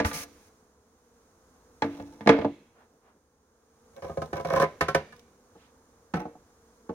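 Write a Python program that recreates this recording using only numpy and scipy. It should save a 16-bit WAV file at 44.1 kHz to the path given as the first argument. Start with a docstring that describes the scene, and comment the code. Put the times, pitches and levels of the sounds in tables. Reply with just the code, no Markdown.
"""Two stiff cover sheets are taken off a wooden hive roof, outdoors, left of centre of a microphone pair.
The first slides off, is stood on the ground and topples with a clatter; the second is dragged and bumped
over the roof, then set on its edge. Knocks and tiny slips ring their bending modes; grit snaps and the
keeper's boots and suit scuff. Behind it all are the faint wingbeat hum of honeybees, hissing leaves and
a distant rumble. Trees and a bank return a faint, short echo."""
import sys
import numpy as np
from scipy import signal
from scipy.fft import rfft, irfft, next_fast_len
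from scipy.io import wavfile
from scipy.ndimage import uniform_filter1d, map_coordinates

SR = 44100
rng = np.random.default_rng(int(sys.argv[2]) if len(sys.argv) > 2 else 0)


def pcm_store(signal):
    """Save signal as 16-bit PCM."""
    levels = np.round(np.clip(np.atleast_2d(signal), -1, 1) * 32767)
    wavfile.write(sys.argv[1], SR, levels.astype(np.int16).T)


N = 306045

# overtones of a wingbeat: pitch_hz, relative_db
WING_OVERTONES = [(225, -3), (460, 3.5), (700, -13.5), (1100, -16), (1500, -23), (2200, -37.5), (3500, -46)]
# the whole background sinks and comes back: time_s, gain_db
BACKGROUND_GAIN = [(0, 8.5), (0.801, -3), (2.1, 4), (2.699, -2.5), (3.3, -6), (3.7, -3), (4.2, 7.5),
                   (5.3, .5), (6.899, 1)]
# knocks: start_s, level_db, hardness_db (clack over body), favoured_hz (set by the contact point)
FIRST_KNOCKS = [(0.0, -23, -2.5, 610), (.047, -29.5, 3, 1170), (.113, -42, 5.5, 1190),
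                (1.821, -24.5, -0.5, 856), (1.843, -27, -15, 252.2), (1.998, -39, -10.5, 530),
                (2.208, -40, -6.5, 219), (2.261, -26, -16.5, 220), (2.273, -15, -5, 742.4),
                (2.291, -9.5, -7, 450), (2.387, -26, -15, 443), (2.446, -21, -22, 620)]
ROOF_KNOCKS = [(4.021, -41, -5.5, 523), (4.043, -35, -16, 533), (4.095, -35.5, -14, 1220),
               (4.171, -27, -17, 540), (4.217, -31.5, -5.5, 1240), (4.329, -30, -3.5, 1790),
               (4.397, -34.5, -7, 1092), (4.447, -30.5, -7.5, 674), (4.523, -26.5, -13.5, 700),
               (4.559, -29, -0.5, 1000), (4.598, -24, -3.5, 1008), (4.638, -42, 10.5, 2180),
               (4.808, -25, 4.5, 2400), (4.883, -27, 2, 1240), (4.946, -19.5, -1.5, 583),
               (5.123, -60, 13, 1770)]  # second sheet on the roof
EDGE_KNOCKS = [(5.551, -53.5, -24, 480), (6.137, -25.5, -6.5, 174), (6.252, -35.5, -21, 670),
               (6.35, -49.5, -27, 730), (6.891, -31.5, -18, 477)]  # second sheet on its edge
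# bending modes: pitch_hz, relative_db, base_t60_s (scaled for each blow)
FIRST_SHEET_MODES = [(64.3, -21.5, 0.15), (99.5, -8, 0.36), (162, -6.5, 0.16), (215.5, -0.5, 0.27),
                     (285.6, 4.5, 0.44), (336, -10, 0.78), (455.6, 1, 0.23), (517, 1.5, 0.091),
                     (616, -6, 0.18), (693, 0.5, 0.11), (867, 1.5, 0.11), (999, -10, 0.18),
                     (1190, -13.5, 0.19), (1490, -15.5, 0.11), (1694, -9.5, 0.12), (1890, -13.5, 0.071),
                     (2150, -17, 0.12), (2286, -21.5, 0.18), (2625, -14.5, 0.06), (3370, -18, 0.053),
                     (3780, -22.5, 0.048), (4120, -24, .05)]
ON_ROOF_MODES = [(78.7, -10.5, 0.26), (106, -15.5, 0.21), (157, -1, 0.19), (217.4, -8.5, 0.23),
                 (332.5, 4, 0.067), (416.8, 2.5, 0.16), (536, 5.5, 0.15), (696.7, 4, 0.15), (786, -2, 0.14),
                 (1013.8, -3.5, 0.18), (1092, 2, 0.043), (1247, -3.5, 0.12), (1533, -3, 0.1),
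                 (1720, -1.5, 0.069), (1819.4, -9, 0.1), (2208, -8, 0.08), (2300, -7.5, 0.075),
                 (2780, -16, .06)]  # second sheet lying on the roof
ON_EDGE_MODES = [(90.6, -1, 0.203), (186.3, 3, 0.17), (243, -0.5, 0.24), (301.6, 2.5, 0.19),
                 (371, -3.5, 0.18), (469.2, -5.5, 0.4), (610, -18, 0.11), (737, 1, 0.13), (857, 2.5, 0.152),
                 (1110, -4.5, 0.1), (1228, -15, 0.1), (1305, 2.5, 0.058), (1522, -5, 0.12),
                 (1687, -26, 0.12), (1780, -15, 0.21), (2660, -24.5, 0.23)]  # second sheet on its edge
# rubbing strokes: start_s, length_s, force_db, swell_db
SLIDE_STROKES = [(.047, 0.09, -32, -21), (.128, .11, -33.5, -8), (.25, .235, -69.5, 5)]  # first sheet leaving the roof
FIRST_CREEP = [(1.83, 0.62, -55, -8.5)]  # its edge in the litter
CHATTER_STROKES = [(2.29, .165, -24.5, -5.5)]  # toppled, on the ground
DRAG_STROKES = [(3.93, 0.062, -50, 5), (4.02, 0.1, -33.5, -4.5), (4.22, 0.054, -42, -17),
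                (4.335, 0.049, -27.5, -4.5), (4.447, .188, -26.5, 5.5)]  # second sheet crossing the roof
SECOND_CREEP = [(6.145, .07, -32.5, -8.5), (6.22, 0.123, -54, -19.5)]  # its edge in the litter
# boots and suit: peak_s, half_length_s, peak_db, centre_hz
KEEPER_SCUFFS = [(1.935, 0.077, -55, 1780), (1.997, .08, -51, 624), (2.807, .12, -59.5, 954),
                 (2.949, 0.1, -66, 377.6), (3.082, 0.12, -62.5, 870), (3.169, .05, -64.5, 384),
                 (5.63, 0.16, -65.5, 2460)]
# grit breaking under the sheet: start_s, level_db
GRIT_SNAPS = [(4.259, -51.5), (4.41, -47), (5.164, -54.5), (5.194, -51)]
# noise colours: frequency_hz, relative_density_db
RUMBLE_SPECTRUM = [(25, -18), (45, -8.5), (68, 0), (100, -7), (135, -10.5), (300, -8.5), (600, -14),
                   (1100, -13), (1600, -18), (2300, -36.5), (4000, -87)]  # far-off background
LEAF_SPECTRUM = [(900, -21), (1500, -0.5), (2000, 1), (2800, -4), (4800, -0.5), (6500, 7), (7800, -3),
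                 (9300, 0.5), (11000, -7), (16000, -8)]  # the trees
CLATTER_SPECTRUM = [(25, -31), (75, -12), (200, -6), (600, 10.5), (1200, -5.5), (2200, -6), (4000, -24.5),
                    (6200, -27.5), (7600, -37.5), (10000, -35.5), (16000, -47)]  # sheet against wood
SLIDE_SPECTRUM = [(200, -4.5), (400, -12.5), (900, -3.5), (1500, -0.5), (2300, 3.5), (3300, -3),
                  (4500, -0.5), (6300, 4.5), (7600, -7.5), (9500, 0.5), (12000, -6), (16000, -6.5)]  # a sliding edge
FLEX_SPECTRUM = [(25, -21), (75, 0.5), (120, -4), (170, 11), (260, -23), (600, -58)]  # a bending sheet
GRIT_SPECTRUM = [(1200, -28.5), (2500, -3.5), (4000, 4), (4700, -5), (5600, 6), (7500, -11.5), (9500, -6),
                 (12000, -13.5), (16000, -8)]  # grit on roof and ground
CRUNCH_SPECTRUM = [(400, -24.5), (1000, 1.5), (2200, -3.5), (3000, 0), (4000, -5.5), (5500, -15.5),
                   (8000, -34), (16000, -43)]  # ground under the toppled sheet
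# time to fade by 60 dB: frequency_hz, t60_s
CLATTER_DECAY = [(80, 0.5), (500, 0.23), (2000, 0.25), (6000, .13), (15000, 0.12)]
ECHO_DECAY = [(100, 0.94), (500, 0.43), (2500, 0.79), (6000, 0.72), (14000, 0.44)]
# how alike the two microphones hear: frequency_hz, likeness (0 to 1)
MIC_LIKENESS = [(100, 0.97), (300, 0.99), (550, 0.91), (1000, 0.6), (2000, 0.24), (5000, 0.33), (12000, 0)]
# left microphone against right: frequency_hz, difference_db
MIC_COLOUR = [(100, 0), (500, -1), (4000, -4), (9000, 1.5), (14000, 4.5)]


def amp(db):
    """Decibels to gain."""
    return 10 ** (np.asarray(db) / 20)


def unit(x):
    """Scale to rms 1."""
    return x / np.sqrt(np.mean(x ** 2) + 1e-20)


def along(points, hz):
    """Read (frequency_hz, value) points on a log axis."""
    frequencies, values = np.transpose(points)
    return np.interp(np.log(hz + 1), np.log(frequencies + 1), values)


def wobble(knots_per_s):
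    """A smooth random curve."""
    knots = rng.standard_normal(2048)
    coarse = np.arange(0, N + 256, 256)
    curve = map_coordinates(knots, [coarse * knots_per_s / SR], mode="wrap")
    return np.interp(np.arange(N), coarse, curve)


def filtered(x, response):
    """Apply a frequency response."""
    size = x.shape[-1]
    padded = next_fast_len(size + 8192)
    return irfft(rfft(x, padded) * response(np.fft.rfftfreq(padded, 1 / SR)), padded)[..., :size]


def spread(hz):
    """Stereo angle in radians: the microphones share the bass but little of the treble."""
    return np.arccos(np.clip(along(MIC_LIKENESS, hz), -1, 1)) / 2


def noise(spectrum, size=N):
    """Coloured stereo noise of rms 1."""
    def colour(hz):
        return amp(along(spectrum, hz)) * [np.cos(spread(hz)), np.sin(spread(hz))]
    mid, side = filtered(rng.standard_normal((2, size)), colour)
    return unit(np.array([mid + side, mid - side]))


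def dying(x, decay):
    """Each frequency fades at its own speed."""
    hz, t, spectra = signal.stft(x, SR, nperseg=256)
    fade = amp(-60 * t / along(decay, hz)[:, None])
    return signal.istft(spectra * fade, SR, nperseg=256)[1][:, :x.shape[1]]


def onset_rms(x):
    """Strength of a blow's first 15 ms."""
    return np.sqrt(np.mean(x[:, :660] ** 2)) + 1e-12


def bees(count=11, wing_hz=239, swell_db=5.0, level_db=-66.5):
    """Each bee beats its wings at its own drifting, fluttering rate and swells as it flies nearer."""
    swarm = np.zeros((2, N))
    cycle = np.arange(1024) / 1024
    harmonic = np.arange(1, 14)[:, None]
    for offset in np.linspace(-1, 1, count):
        own_hz = wing_hz * (1 + .085 * offset)
        turns = np.cumsum(own_hz * (1 + .035 * wobble(3) + .011 * wobble(30))) / SR
        phase = 2 * np.pi * harmonic * cycle + rng.uniform(0, 2 * np.pi, harmonic.shape)
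        bearing = spread(harmonic * own_hz) * rng.normal(size=harmonic.shape)
        gains = amp(along(WING_OVERTONES, harmonic * own_hz))
        beat = np.array([np.sum(gains * np.sin(phase + mic * bearing), axis=0) for mic in (1, -1)])
        swarm += amp(swell_db * wobble(3.5)) * beat[:, (turns * len(cycle)).astype(int) % len(cycle)]
    return amp(level_db) * unit(swarm)


def air(rumble_db=-64.5, leaves_db=-71):
    """Distant low rumble and a thin hiss from the trees."""
    rumble = amp(rumble_db + 0.2 * wobble(5.3)) * noise(RUMBLE_SPECTRUM)
    return rumble + amp(leaves_db + .5 * wobble(6.5)) * noise(LEAF_SPECTRUM)


def struck(modes, ring_scale, favoured_hz, clatter_db, crack_db, attack_s, favour_db=8):
    """One blow: bending modes, lifted near favoured_hz, over dense clatter and a brief crack."""
    t = np.arange(SR // 2) / SR
    ring = np.zeros((2, len(t)))
    for hz, db, t60 in modes:
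        phase = rng.uniform(0, 2 * np.pi) + spread(hz) * rng.normal() * np.array([[1], [-1]])
        db = db + rng.normal() + favour_db * np.exp(-(np.log2(hz / favoured_hz) / .2) ** 2)
        life_s = t60 * max(ring_scale, .2)
        age = t[t < life_s]
        ring[:, :len(age)] += amp(db - 60 * age / life_s) * np.sin(2 * np.pi * hz * age + phase)
    blow = ring / onset_rms(ring)
    short = SR // 6
    rough = noise(CLATTER_SPECTRUM, short)
    clatter = dying(rough, CLATTER_DECAY)
    crack = rough * np.exp(-t[:short] / 0.0045)
    blow[:, :short] += amp(clatter_db) * clatter / onset_rms(clatter)
    blow[:, :short] += amp(crack_db) * crack / onset_rms(crack)
    return blow * (1 - np.exp(-t / attack_s))


def knocks(hits, modes, attack_s, ring_scale, choke, thud_db, thud_growth, tick_db, bright_hz, bend):
    """Strength sets body and thud and chokes the ring; hardness sets clack and tick."""
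    bands_hz = [(140, 1200), (40, 130), (1200, 4000), (4000, 17000)]  # body, thud, clack, tick
    filters = [signal.butter(3, band, "band", fs=SR, output="sos") for band in bands_hz]
    out = np.zeros((2, N + SR))
    for start_s, db, hard_db, favoured_hz in hits:
        excess_db = db + 30  # over a medium blow
        # each contact bends the sheet and shifts its modes
        bent = [(hz * np.exp(bend * rng.normal()), level, t60) for hz, level, t60 in modes]
        choked = ring_scale * amp(-choke * excess_db)
        blow = struck(bent, choked, favoured_hz, clatter_db=-15, crack_db=-14, attack_s=attack_s)
        levels_db = [db, thud_db + thud_growth * excess_db, db + hard_db, db + hard_db + tick_db]
        start = round(start_s * SR)
        for sos, band_db in zip(filters, levels_db):
            part = signal.sosfilt(sos, blow + 1e-12)
            out[:, start:start + part.shape[1]] += amp(band_db) * part / onset_rms(part)
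    # a soft surface dulls the top
    return filtered(out[:, :N], lambda hz: 1 / np.sqrt(1 + (hz / bright_hz) ** 6))


def strokes(rows, bite_s=0.0098, release_db_per_s=1198.5):
    """Rubbing force: a quick bite, an even swell or fade, a quick release."""
    t = np.arange(N) / SR
    force = np.zeros(N)
    for start_s, length_s, db, swell_db in rows:
        age = np.maximum(t - start_s, 0)
        held_db = db + swell_db * np.minimum(age / length_s, 1)
        release_db = release_db_per_s * np.clip(age - length_s, 0, 1)
        force += amp(held_db - release_db) * (1 - np.exp(-age / bite_s))
    return force


def shaken(force, modes, ring_scale, favoured_hz):
    """A sheet's middle modes answer a running force."""
    sheet = struck(modes, ring_scale, favoured_hz, clatter_db=-16, crack_db=-16, attack_s=.001)
    sheet = signal.sosfilt(signal.butter(2, (260, 5000), "band", fs=SR, output="sos"), sheet + 1e-12)
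    return signal.fftconvolve(force[None], sheet / np.linalg.norm(sheet[0]), axes=1)[:, :N]


def slide(rough_db=0.5, sing_db=-2, flex_db=-13):
    """The first sheet's edge hisses off the roof and keeps the sheet singing and rumbling."""
    force = strokes(SLIDE_STROKES)
    hiss = force * amp(rough_db * wobble(150)) * noise(SLIDE_SPECTRUM)
    singing = shaken(hiss[0], FIRST_SHEET_MODES, ring_scale=1.0, favoured_hz=1220)
    return hiss + amp(sing_db) * singing + amp(flex_db) * force * noise(FLEX_SPECTRUM)


def flop(start_s=0.0477, pitch_hz=78, level_db=-22, rise_s=0.011):
    """The first sheet buckles once with a low whump as it comes free."""
    age = np.maximum(np.arange(N) / SR - start_s, 0)
    swell = (age / rise_s * np.exp(1 - age / rise_s)) ** 2
    return amp(level_db) * swell * np.sin(2 * np.pi * pitch_hz * age)


def rubbing(rows, modes, spectrum, slips_per_s, gentle_hz, hard_hz, ring_db, grit_db, flex_db):
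    """Tiny slips shake the sheet and spurt grit; force shifts the singing from gentle_hz to hard_hz."""
    force = strokes(rows)
    effort = force / force.max()
    slips = unit((rng.random(N) < slips_per_s / SR) * rng.standard_normal(N))
    slips = force * unit(slips * amp(3 * wobble(60)))  # the edge catches and lets go
    spurts = uniform_filter1d(np.abs(slips) / (force + 1e-12), size=150)
    gentle = shaken(slips * np.sqrt(1 - effort), modes, ring_scale=0.77, favoured_hz=gentle_hz)
    hard = shaken(slips * np.sqrt(effort), modes, ring_scale=0.77, favoured_hz=hard_hz)
    grit = amp(grit_db) * unit(1 + unit(spurts)) * noise(spectrum)
    flex = amp(flex_db) * noise(FLEX_SPECTRUM)
    return amp(ring_db) * (gentle + hard) + force * (grit + flex)


def first_sheet(flat_s=2.47, hush_db_per_s=190):
    """It slides off, is stood in the litter, creeps, topples and chatters until the ground damps it."""
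    sheet = knocks(FIRST_KNOCKS, FIRST_SHEET_MODES, attack_s=0.00032, ring_scale=0.87, choke=0.14,
                   thud_db=-46.5, thud_growth=0.44, tick_db=-12, bright_hz=7300, bend=0.0046)
    sheet += rubbing(FIRST_CREEP, FIRST_SHEET_MODES, GRIT_SPECTRUM, slips_per_s=310,
                     gentle_hz=860, hard_hz=530, ring_db=2, grit_db=-16.5, flex_db=-5)
    sheet += rubbing(CHATTER_STROKES, FIRST_SHEET_MODES, CRUNCH_SPECTRUM, slips_per_s=500,
                     gentle_hz=438.7, hard_hz=636, ring_db=2.5, grit_db=-29.5, flex_db=-19)
    damping = amp(-hush_db_per_s * np.maximum(np.arange(N) / SR - flat_s, 0))
    return sheet * damping + slide() + flop()


def scuffs(skirt_db=-17):
    """Boots and suit rub in soft swells as the keeper moves."""
    out = np.zeros((2, N + SR))
    for peak_s, half_length_s, db, hz in KEEPER_SCUFFS:
        size = int(2 * half_length_s * SR)
        start = int((peak_s - half_length_s) * SR)
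        band = [(hz / 8, skirt_db), (hz / 2, 0), (hz * 1.4, -2),
                (hz * 3, skirt_db), (hz * 8, 2 * skirt_db)]
        out[:, start:start + size] += amp(db) * np.hanning(size) ** 2 * noise(band, size)
    return out[:, :N]


def second_sheet():
    """It is dragged and bumped over the roof, then stood on its edge, where it creeps."""
    sheet = knocks(ROOF_KNOCKS, ON_ROOF_MODES, attack_s=0.0021, ring_scale=0.86, choke=0.031,
                   thud_db=-45.0, thud_growth=0.58, tick_db=-9.5, bright_hz=17940, bend=0.022)
    sheet += rubbing(DRAG_STROKES, ON_ROOF_MODES, GRIT_SPECTRUM, slips_per_s=210,
                     gentle_hz=543, hard_hz=1060, ring_db=-1.5, grit_db=-29.5, flex_db=-21)
    sheet += knocks(EDGE_KNOCKS, ON_EDGE_MODES, attack_s=0.0029, ring_scale=0.57, choke=0.032,
                    thud_db=-47.5, thud_growth=1.8, tick_db=-13.5, bright_hz=9000, bend=.01)
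    return sheet + rubbing(SECOND_CREEP, ON_EDGE_MODES, GRIT_SPECTRUM, slips_per_s=500,
                           gentle_hz=300, hard_hz=830, ring_db=7.5, grit_db=-28.5, flex_db=-4)


def snaps(decay_s=.004):
    """Each bit of grit breaks with one short dry tick."""
    out = np.zeros((2, N))
    size = SR // 20
    fade = np.exp(-np.arange(size) / SR / decay_s)
    for start_s, db in GRIT_SNAPS:
        start = round(start_s * SR)
        out[:, start:start + size] += amp(db) * fade * noise(GRIT_SPECTRUM, size)
    return out


def echo(x, rise_s=0.0025):
    """Trees and the bank scatter back a tail in which the ringing pitches are blurred."""
    colour = [(60, -10), (400, -0.5), (1200, -9), (3500, 4.5), (6000, -1), (9000, -5.5), (14000, -3.5)]
    tail = dying(noise(colour, SR), ECHO_DECAY)
    tail *= 1 - np.exp(-np.arange(SR) / SR / rise_s)
    wet = signal.fftconvolve(x.mean(axis=0)[None], tail / np.linalg.norm(tail[0]), axes=1)[:, :N]
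    blur = np.exp(2j * wobble(200))
    return np.real(signal.hilbert(wet, next_fast_len(N))[:, :N] * blur)


def scene(lead_s=.0001):
    """The keeper works in the apiary's hum; direct sound reaches the left microphone first."""
    handling = first_sheet() + second_sheet() + snaps() + scuffs()
    background_db = np.interp(np.arange(N) / SR, *np.transpose(BACKGROUND_GAIN))
    apiary = amp(background_db) * (bees() + air())
    advance_s = lead_s * np.array([[.5], [-.5]])
    direct = filtered(handling + apiary, lambda hz: np.exp(2j * np.pi * hz * advance_s))
    return direct + amp(-21.5) * echo(handling)


def record(dry, top_hz=16100):
    """The two microphones differ a little in colour; nothing above top_hz is kept."""
    return filtered(dry, lambda hz: amp(along(MIC_COLOUR, hz) * np.array([[.5], [-.5]])) * (hz < top_hz))


dry = scene()
out = record(dry)
pcm_store(out)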